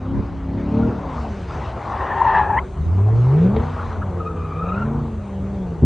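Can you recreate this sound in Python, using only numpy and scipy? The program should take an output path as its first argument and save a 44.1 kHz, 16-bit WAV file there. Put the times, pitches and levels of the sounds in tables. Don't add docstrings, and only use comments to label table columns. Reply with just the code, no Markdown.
import sys
import numpy as np
from scipy import signal
from scipy.fft import rfft, irfft, next_fast_len
from scipy.io import wavfile
from scipy.ndimage import uniform_filter1d, minimum_filter1d, map_coordinates

SR = 44100
rng = np.random.default_rng(int(sys.argv[2]) if len(sys.argv) > 2 else 0)


def generate_wav(sig):
    pcm = np.round(np.clip(np.atleast_2d(sig).T, -1, 1) * 32767).astype(np.int16)
    wavfile.write(sys.argv[1], SR, pcm)


N = 257984


# f/Hz, level/dB
RUMBLE_SPECTRUM = [(20, -50.5), (35, -28.5), (50, -17), (65, 0.5), (95, -4), (130, -11), (200, -15),
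                   (320, -19.5), (385, -19.5), (470, -24), (1000, -34), (6000, -100)]
# t/s, level of its drone/dB
DRONE_LEVEL = [(0, -43.5), (3.45, -46), (3.6, -28), (4.2, -30), (4.65, -31.5), (4.9, -30.5), (5.85, -49)]
DRONE_HZ, WIND_DB, WIND_SWING_DB, RUMBLE_DB = 90, -38, 0.5, -30
# f/Hz, level/dB
WIND_SPECTRUM = [(20, -34.5), (32, -20.0), (42, 0.0), (55, -3.5), (80, -9.5), (300, -49.0), (1000, -83.0)]
# start t/s, end t/s, level/dB
GUSTS = [(0.096, 0.198, -28), (0.287, 0.364, -36), (2.78, 3.003, -32.5), (3.07, 3.198, -26),
         (3.81, 4.0, -38.5), (5.76, 5.85, -35)]
# f/Hz, level/dB
BUFFET_SPECTRUM = [(20, -22.5), (45, -2), (70, 1), (130, 0), (250, -15.5), (500, -31.5), (1500, -72)]
# f/Hz, level/dB
HISS_SPECTRUM = [(4500, -43), (6200, 1), (7200, -5), (8200, -3), (9500, -13), (12000, -20.5)]
# t/s, level/dB
HISS_LEVEL = [(0.8, -72), (1.2, -65.5), (2.8, -64.5), (5.8, -66.5)]
# t/s, level/dB
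BUMPS = [(5.824, -6), (5.832, -2.5), (5.8372, 4.5)]
# f/Hz, level/dB, time to fall 60 dB/s
HOUSING_MODES = [(107, 2.5, 0.11), (244, 1, 0.036), (404, -39, 0.014)]
# f/Hz, left minus right/dB
BALANCE = [(110, 0.12), (300, 0.86), (650, 4), (1100, 3.5), (1500, 0.27), (1900, 0)]
# f/Hz, gain/dB
SCATTER_SPECTRUM = [(120, -30.5), (250, -23.5), (420, -7.0), (1000, -29.0), (2000, -51.0)]
TOP_HZ = 10300

# t/s, level/dB
SCRUB_LEVEL = [(0, -41), (0.3, -39), (0.48, -43.5), (0.8, -34.5), (1.0, -34), (1.18, -32.5), (1.42, -42.5),
               (1.56, -32.5), (1.8, -33), (1.89, -31), (2.03, -23), (2.2, -26), (2.3, -20.5), (2.41, -19),
               (2.46, -30.5), (2.58, -30), (2.7, -44.5), (2.88, -40), (3.15, -37.5), (3.55, -32.5),
               (3.9, -32), (4.08, -36), (4.33, -43), (4.75, -33), (5.0, -35), (5.17, -45), (5.8, -44)]
# f/Hz, level/dB
SCRUB_SPECTRUM = [(100, -18), (250, -4), (400, -2), (560, 1.5), (740, 3.5), (1100, 1.5), (1450, -5),
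                  (1850, -18.5), (2150, -19), (3500, -35), (7000, -71.5)]
# f/Hz, level/dB
HOWL_SPECTRUM = [(200, -60.5), (400, -15.5), (660, -9.5), (810, 3), (930, -1.5), (1060, 2), (1220, -4.5),
                 (1450, -14.5), (1850, -8), (2150, -24), (2900, -28.5), (4000, -39), (8000, -85)]
# start t/s, end t/s, level/dB
SPRAY_STRETCHES = [(0, 0.55, -60.5), (0.547, 1.067, -54), (1.065, 1.452, -50), (1.457, 1.707, -48),
                   (1.74, 2.41, -51), (3.137, 3.446, -53), (3.58, 3.929, -50.5)]
# f/Hz, level/dB
SPRAY_SPECTRUM = [(600, -9.5), (1500, 13), (1900, 12), (2400, 8), (3200, 4), (4300, 0), (5400, -6),
                  (6300, -6.5), (7300, -14), (8200, -18), (9200, -37.5), (12000, -47)]
SPRAY_RISE_S, SPRAY_FALL_S, DAMP_ROAD_DB = 0.013, 0.041, -57
# start t/s, end t/s, level/dB
MIST = [(1.117, 1.216, -59), (1.25, 1.42, -66), (1.53, 1.615, -62.5)]
# f/Hz, level/dB
MIST_SPECTRUM = [(3000, -14), (5500, 3), (7500, -5.5), (10000, -26)]
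# start t/s, end t/s, level/dB
MOANS = [(1.86, 2.7, -39)]
MOAN_HZ = 386.4
# start t/s, end t/s, pitch f/Hz, level/dB
SCUFFS = [(1.085, 1.22, 998, -35), (1.227, 1.28, 741, -35), (1.495, 1.56, 1013, -38.5),
          (1.664, 1.71, 1050, -46), (1.755, 1.795, 765, -36.5), (1.849, 1.975, 870, -30),
          (3.678, 3.7, 936, -35.5), (3.775, 3.83, 1272, -34), (3.903, 3.925, 1289, -35),
          (4.011, 4.03, 1265, -33)]
# t/s, pitch f/Hz, level/dB, octave level/dB
SLIDE = [(2.08, 910, -40.5, -54.5), (2.185, 930, -20.5, -29), (2.22, 921.2, -14.5, -35.5),
         (2.28, 915, -19.5, -32.5), (2.35, 880, -17, -23.5), (2.415, 860, -18, -31.5),
         (2.45, 831.4, -24, -26.5), (2.5, 848, -21.5, -37), (2.562, 828, -24, -38),
         (2.578, 929, -23.5, -29.5), (2.592, 1010, -23, -23.5), (2.606, 1130, -42.5, -59)]
INNER_RATIO, INNER_DB = 1.11, -7
# start t/s, end t/s
BITES = [(2.214, 2.22), (2.245, 2.253), (2.265, 2.29), (2.292, 2.3), (2.322, 2.31), (2.349, 2.371),
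         (2.381, 2.398), (2.408, 2.418), (2.494, 2.515), (2.526, 2.59), (2.557, 2.566)]
BITE_DB = 7
# t/s, pitch f/Hz, level/dB, octave level/dB
SPIN = [(4.3, 1263, -53, -75), (4.38, 1205, -40, -55), (4.55, 1172, -34, -51), (4.72, 1260, -33, -49),
        (4.82, 1383, -32.5, -56), (4.87, 1409, -59, -75)]
# t/s, pitch f/Hz, level/dB, octave level/dB
CHIRPS = [(0.835, 1375, -31, -60), (2.116, 1771, -21.5, -57.5), (4.207, 1258, -22.5, -58),
          (4.272, 1226, -19, -36.5), (4.31, 1284, -28, -58), (4.373, 1210, -29, -50),
          (4.41, 1219, -28.5, -46), (4.448, 1233, -31.5, -50), (4.525, 1199, -29, -44),
          (4.562, 1197, -29, -46), (4.596, 1208, -25, -44.5), (4.622, 1284, -22.5, -54),
          (4.66, 1240, -27, -44.5), (4.695, 1257, -24, -36.5), (4.724, 1323, -18.5, -50),
          (4.748, 1236, -32, -38), (4.778, 1389, -24.5, -51), (4.825, 1357, -22.5, -45)]
CHIRP_RISE_S, CHIRP_FALL_S = 0.073, 0.1

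# t/s, thud level/dB, crack level/dB
POPS = [(0.191, -30.5, -41), (0.889, -26.5, -50.5), (3.548, -38.5, -33), (3.564, -29.5, -21.5),
        (3.599, -33.5, -32)]
# f/Hz, level/dB, time to fall 60 dB/s
POP_MODES = [(444, 4.5, 0.12), (810, 1.5, 0.06)]
# f/Hz, level/dB
TICK_SPECTRUM = [(300, -5.5), (1100, 1), (2000, -8), (2800, -16.5), (3400, -14.5), (4400, -24), (5500, -41),
                 (10000, -50)]

# t/s, crankshaft turns per minute
REVS = [(0.06, 3880), (0.22, 4306), (0.46, 4010), (0.7, 4338), (0.92, 4790), (1.15, 3672), (1.65, 1917),
        (2.3, 1046), (2.72, 984.3), (3.05, 1554), (3.3, 1959), (3.55, 3220), (3.65, 3640), (3.76, 3670),
        (3.93, 3313), (4.13, 2667), (4.53, 2303), (4.68, 2651), (4.85, 3266), (4.99, 3594), (5.24, 3023),
        (5.39, 2860), (5.54, 2999), (5.85, 2190)]
FLYWHEEL_S = .06
# start t/s, lift t/s, depth 0-1
PRESSES = [(0.01, 0.18, 0.76), (0.42, 0.7, 0.73), (0.64, 0.87, 0.94), (0.9, 1.3, 0.05), (2.55, 2.8, 0.1),
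           (2.73, 3.46, 0.95), (3.4, 3.58, 0.68), (3.98, 4.22, 0.46), (4.2, 4.5, 0.25), (4.5, 4.96, 0.73),
           (5.28, 5.68, 0.55)]
OPEN_S, CLOSE_S = 0.054, 0.14
# t/s, angle/degrees (0 is nose-on, 180 is tail-on)
HEADING = [(0, 5.9), (0.68, 45), (0.86, 59), (1.3, 100), (2.0, 145), (2.4, 120), (2.62, 147), (3.0, 177.3),
           (3.47, 182.5), (3.6, 157), (3.75, 131.5), (4.6, 106), (5.85, 81)]
# angle/degrees, intake/dB, exhaust bass/dB, overtones/dB
FACING = [(0, 0.5, -2, -18), (34.8, -1.5, -4, -28.5), (51.8, 2.5, 2.5, -4), (100, -18, 1.5, -7),
          (117.3, -39, -2, 1), (130.5, -47, -3.5, -14.5), (158.8, -49, 1.5, -0.5), (180.3, -52, 10.5, -3.5)]
# order, level/dB
INTAKE_ORDERS = [(1, -14), (1.5, -5), (2, -11), (2.5, -5.5), (3, -1.5), (3.5, -11.5), (4, -4.5), (5, -11),
                 (6, -12), (8, -22), (8.5, -22), (9, -28)]
# order, level/dB
OVERTONE_ORDERS = [(8, 3), (10.5, -1), (12, 3), (16, -6), (20, -9)]
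# order, level/dB
BURBLE_ORDERS = [(1, -5), (2, -0.5), (2.5, 5), (3, -15.5), (3.5, -11.5), (4.5, -10.5), (5, -11), (5.5, -10),
                 (6, -15), (7, -14), (7.5, -14), (9, -21.5)]
# order, level/dB
BARK_ORDERS = [(8, 0.5), (9, -5.5), (10, -3.5), (10.5, -4.5), (12, -1), (14, -11.5), (16, -9.5)]
# f/Hz, level/dB
RASP_SPECTRUM = [(60, -46), (150, 12), (300, 1.5), (440, 2), (560, -10.5), (800, -1.5), (1400, -21.5),
                 (3000, -33), (8000, -49)]
# f/Hz, gain/dB
PIPE = [(80, -6.5), (130, 6), (180, 3), (240, -15), (320, -9), (400, -1.5), (450, 2), (520, -8), (585, -1),
        (640, -10), (720, -8.5), (900, -8.5), (2000, -25)]
# f/Hz, gain/dB
AIRBOX = [(72, 10), (115, 2.5), (160, -8), (195, -6), (228, 4), (272, 8), (305, -11), (345, 5.5),
          (385, -11.5), (420, -16), (448, 5), (600, -1)]
FIRING_DB, FIRING_LOAD_DB = -35.5, 12.5
OVERTONE_DB, OVERTONE_LOAD_DB = -40.5, 12
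RASP_DB, RASP_LOAD_DB = -46.5, 17.5
BURBLE_DB, BURBLE_LOAD_DB = -40, 19.5
INTAKE_DB, INTAKE_LOAD_DB = -44, 23
BARK_DB, BARK_DB_PER_DEG, BARK_HZ, BARK_WIDTH_HZ = -31, 0.2, 435, 95
MUFFLED_RPM, MUFFLE_DB_PER_OCT = 3340, 25
BURBLE_RPM, BURBLE_DB_PER_OCT = 3680, 30.5
LOPE = 0.33


def amp(db):
    return 10 ** (np.asarray(db) / 20)


def unit(x):
    return x / np.sqrt(np.mean(x ** 2) + 1e-20)


def curves(rows):
    s, *cols = np.transpose(rows)
    return [np.interp(np.arange(N) / SR, s, c) for c in cols]


def wobble(rate):
    points = rng.standard_normal(int(N * rate / SR) + 4)
    return map_coordinates(points, [np.arange(N) * rate / SR])


def filtered(x, response):
    m = next_fast_len(N + SR // 2)
    hz = np.fft.rfftfreq(m, 1 / SR)
    return irfft(rfft(x, m) * response(hz), m)[..., :N]


def coloured(x, spectrum):
    f, db = np.transpose(spectrum)
    return filtered(x, lambda hz: amp(np.interp(np.log(hz + 1), np.log(f), db)))


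def rush(spectrum, patchy_db):
    z = signal.stft(rng.standard_normal(N), nperseg=512)[2]
    field = uniform_filter1d(rng.standard_normal(z.shape), 5, 0)
    field = uniform_filter1d(field, 9, 1)
    patchy = signal.istft(z * amp(patchy_db * unit(field)), nperseg=512)[1][:N]
    return unit(coloured(patchy, spectrum))


def held(rows, rise_s, fall_s):
    t = np.arange(N) / SR
    events = []
    for start, end, size in rows:
        rise = 1 - np.exp(-np.maximum(t - start, 0) / rise_s)
        fall = np.exp(-np.maximum(t - end, 0) / fall_s)
        events.append(size * rise * fall)
    return np.max(events, axis=0)


def sounding(rows):
    t = np.arange(N) / SR
    return np.clip((t - rows[0][0]) / .02, 0, 1) * (t < rows[-1][0])


def struck(blows, modes, attack_s):
    ringing = np.zeros(N)
    for s, db in blows:
        t = np.maximum(np.arange(N) / SR - s, 0)
        for hz, level, t60 in modes:
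            decay = amp(db + level - 60 * t / t60)
            ringing += decay * (1 - np.exp(-t / attack_s)) * np.sin(2 * np.pi * hz * t)
    return ringing


def traffic():
    rumble = amp(RUMBLE_DB + 0.79 * wobble(5.8)) * rush(RUMBLE_SPECTRUM, patchy_db=1.5)
    drone_db, = curves(DRONE_LEVEL)
    drone = np.sin(2 * np.pi * np.cumsum(DRONE_HZ + 1.3 * wobble(6.2)) / SR)
    wind_db = WIND_DB + WIND_SWING_DB * wobble(5.4)
    wind = rush(WIND_SPECTRUM, patchy_db=3.0)
    return rumble + amp(drone_db) * unit(drone) + amp(wind_db) * wind


def hiss():
    hiss_db, = curves(HISS_LEVEL)
    return np.array([amp(hiss_db) * rush(HISS_SPECTRUM, patchy_db=2.0) for _ in range(2)])


def buffets():
    force = held([(start, end, amp(db)) for start, end, db in GUSTS], 0.02, 0.03)
    flutter = [unit(amp(3.6 * wobble(28)) * rush(BUFFET_SPECTRUM, patchy_db=2.0)) for _ in range(2)]
    return force * np.array(flutter)


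def bumps():
    return struck(BUMPS, HOUSING_MODES, attack_s=0.0019)


def water():
    stretches = held([(start, end, amp(db)) for start, end, db in SPRAY_STRETCHES], SPRAY_RISE_S, SPRAY_FALL_S)
    spray_size = np.hypot(amp(DAMP_ROAD_DB), stretches) * amp(2.5 + 0.43 * wobble(25))
    spray = spray_size * rush(SPRAY_SPECTRUM, patchy_db=2.5)
    mist_size = held([(start, end, amp(db)) for start, end, db in MIST], .03, .04)
    return spray + mist_size * rush(MIST_SPECTRUM, patchy_db=1.0)


def scrub_and_howl():
    scrub_db, = curves(SCRUB_LEVEL)
    scrub_size = amp(np.minimum(scrub_db, -31) - 1.0 + 0.09 * wobble(27))
    scrub = scrub_size * rush(SCRUB_SPECTRUM, patchy_db=2.5)
    excess = np.sqrt(np.maximum(amp(scrub_db) ** 2 - amp(-33.0) ** 2, 0))
    judder = amp(1.3 * wobble(70))
    howl = excess * judder * amp(-1.0) * rush(HOWL_SPECTRUM, patchy_db=1.5)
    return scrub + howl


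def moan():
    angle = 2 * np.pi * MOAN_HZ * np.arange(N) / SR
    fuzzy = unit(wobble(45) * np.sin(angle) + wobble(45) * np.cos(angle))
    return held([(start, end, amp(db)) for start, end, db in MOANS], .08, .15) * fuzzy


def squeal(hz, level_db, octave_db, jitter, flutter_db, flutter_rate, third_db, rough_db, rough_hz):
    wandering_hz = hz * (1 + jitter * wobble(280) + .01 * wobble(35))
    phase = 2 * np.pi * np.cumsum(wandering_hz) / SR

    def partial(angle):
        rough = wobble(rough_hz) * np.sin(angle) + wobble(rough_hz) * np.cos(angle)
        return unit(np.sin(angle) + amp(rough_db) * rough)

    grip = unit(amp(flutter_db * np.tanh(wobble(flutter_rate))))
    upper = partial(2 * phase) + amp(third_db) * partial(3 * phase)
    return grip * (amp(level_db) * partial(phase) + amp(octave_db) * upper)


def scuffs():
    hz, = curves([(s, pitch) for start, end, pitch, _ in SCUFFS for s in (start, end)])
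    hoarse = squeal(hz, 0, -28, jitter=.1, flutter_db=2.5, flutter_rate=120,
                    third_db=-14, rough_db=0, rough_hz=480)
    return held([(start, end, amp(db)) for start, end, _, db in SCUFFS], 0.0042, 0.0087) * hoarse


def thin_squeal(hz, level_db, octave_db):
    return squeal(hz, level_db, octave_db, jitter=.027, flutter_db=2, flutter_rate=150,
                  third_db=-14, rough_db=-11, rough_hz=200)


def wheelspin():
    t = np.arange(N) / SR
    hz, *levels = curves(SPIN)
    spin = thin_squeal(hz, *levels) + thin_squeal(1.06 * hz, *levels)
    chirp_hz, chirp_db, octave_db = curves(CHIRPS)
    away = [np.maximum((s - t) / CHIRP_RISE_S, (t - s) / CHIRP_FALL_S) for s, *_ in CHIRPS]
    fade_db = -60 * np.min(away, axis=0)
    chirps = thin_squeal(chirp_hz, chirp_db + fade_db, octave_db + fade_db)
    return amp(-6.5) * sounding(SPIN) * spin + amp(-4.0) * chirps


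def tyre_cry(hz, level_db, octave_db):
    return squeal(hz, level_db, octave_db, jitter=.034, flutter_db=1.2, flutter_rate=140,
                  third_db=-19, rough_db=-11, rough_hz=260)


def slide():
    hz, db, octave_db = curves(SLIDE)
    outer = tyre_cry(hz, db, octave_db)
    inner = amp(INNER_DB) * tyre_cry(INNER_RATIO * hz, db, octave_db - 7)
    bite = amp(BITE_DB * held([(start, end, 1) for start, end in BITES], .0015, 0.0023))
    return amp(-3.5) * sounding(SLIDE) * bite * (outer + inner)


def tyres():
    return water() + scrub_and_howl() + moan() + scuffs() + wheelspin() + slide()


def burst(s, rise_s, fall_s):
    t = np.arange(N) / SR
    return amp(-60 * np.maximum((t - s) / fall_s, (s - t) / rise_s))


def pops():
    thuds = sum(amp(db) * burst(s, 0.025, 0.18) for s, db, _ in POPS)
    thud = amp(10.5) * thuds * unit(coloured(rng.standard_normal(N), RUMBLE_SPECTRUM))
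    ring = struck([(s, db) for s, _, db in POPS], POP_MODES, attack_s=0.00088)
    ticks = sum(amp(db) * burst(s, 0.01, 0.089) for s, _, db in POPS)
    tick = amp(-7.5) * ticks * unit(coloured(rng.standard_normal(N), TICK_SPECTRUM))
    return thud + ring + tick


def orders(crank, table, waver_db, waver_rate):
    total = np.zeros(N)
    for k, db in table:
        level = amp(db + waver_db * wobble(waver_rate))
        total += level * np.sin(k * crank + rng.uniform(0, 2 * np.pi))
    return np.sqrt(2) * total


def voices(rpm):
    load = held(PRESSES, OPEN_S, CLOSE_S)
    heading, = curves(HEADING)
    degrees, *lobes = np.transpose(FACING)
    intake_lobe, bass_lobe, overtone_lobe = [np.interp(heading, degrees, lobe) for lobe in lobes]
    off_tail = np.abs(heading - 180)
    muffled = MUFFLE_DB_PER_OCT * np.maximum(np.log2(rpm / MUFFLED_RPM), 0)
    off_peak = BURBLE_DB_PER_OCT * np.abs(np.log2(rpm / BURBLE_RPM))
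    firing_db = FIRING_DB + FIRING_LOAD_DB * load + bass_lobe - muffled
    overtone_db = OVERTONE_DB + OVERTONE_LOAD_DB * load + overtone_lobe
    rasp_db = RASP_DB + RASP_LOAD_DB * load + overtone_lobe
    burble_db = BURBLE_DB + BURBLE_LOAD_DB * load + bass_lobe - off_peak
    intake_db = INTAKE_DB + INTAKE_LOAD_DB * load + intake_lobe
    bark_db = BARK_DB + OVERTONE_LOAD_DB * (load - 1) - BARK_DB_PER_DEG * off_tail
    return firing_db, overtone_db, rasp_db, burble_db, intake_db, bark_db


def tailpipe_mouth(hz):
    return 1 / (1 + ((hz - BARK_HZ) / BARK_WIDTH_HZ) ** 2) ** 2


def gas_rasp(rpm, crank, fire, rasp_db):
    flow = np.clip(rpm / 2100, 0, 1) ** 2
    throb = np.sin(1.5 * crank)
    puffs = (1 + 0.91 * fire) ** 2 * (1 + LOPE * throb)
    return flow * amp(rasp_db) * unit(coloured(rng.standard_normal(N) * puffs, RASP_SPECTRUM))


def engine():
    rpm = uniform_filter1d(curves(REVS)[0], int(FLYWHEEL_S * SR))
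    firing_db, overtone_db, rasp_db, burble_db, intake_db, bark_db = voices(rpm)
    crank = 2 * np.pi * np.cumsum(rpm) / 60 / SR
    crank = crank + .012 * wobble(45)
    fire = np.sin(4 * crank)
    tone = np.sqrt(2) * amp(firing_db + 0.44 * wobble(25)) * fire
    uneven = unit(amp(2.5 * wobble(70)))
    overtones = amp(overtone_db - 3.5) * orders(crank, OVERTONE_ORDERS, waver_db=2, waver_rate=15)
    overtones = uneven * coloured(overtones, PIPE)
    bark = amp(bark_db) * orders(crank, BARK_ORDERS, waver_db=0.0, waver_rate=25)
    bark = uneven * filtered(bark, tailpipe_mouth)
    burble = amp(burble_db - 3.5) * orders(crank, BURBLE_ORDERS, waver_db=2, waver_rate=16)
    intake = amp(intake_db) * orders(crank, INTAKE_ORDERS, waver_db=2, waver_rate=14)
    intake = coloured(intake, AIRBOX)
    rasp = gas_rasp(rpm, crank, fire, rasp_db)
    return tone + overtones + bark + burble + intake + rasp


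def scattered(near):
    t = np.arange(SR // 2) / SR
    tail = rng.standard_normal((2, len(t))) * amp(-60 * t / .55)
    scatter = signal.fftconvolve(near[None], tail / np.linalg.norm(tail[0]), axes=1)[:, :N]
    return coloured(scatter, SCATTER_SPECTRUM)


def scene():
    near = tyres() + pops() + engine()
    centre = traffic() + bumps() + near
    pair = np.array([coloured(centre, [(hz, side * db / 2) for hz, db in BALANCE]) for side in (1, -1)])
    return pair + scattered(near) + hiss() + buffets()


def record(dry):
    opening = np.clip(np.arange(N) / SR / .004, 0, 1)
    bass_cut = signal.butter(2, 28, "highpass", fs=SR, output="sos")
    lean = signal.sosfilt(bass_cut, opening * dry)
    needed = .86 / np.maximum(np.abs(lean).max(axis=0), .86)
    gain = uniform_filter1d(minimum_filter1d(needed, size=300), size=300)
    return filtered(gain * lean, lambda hz: 1 / (1 + (hz / TOP_HZ) ** 60))


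dry = scene()
out = record(dry)
generate_wav(out)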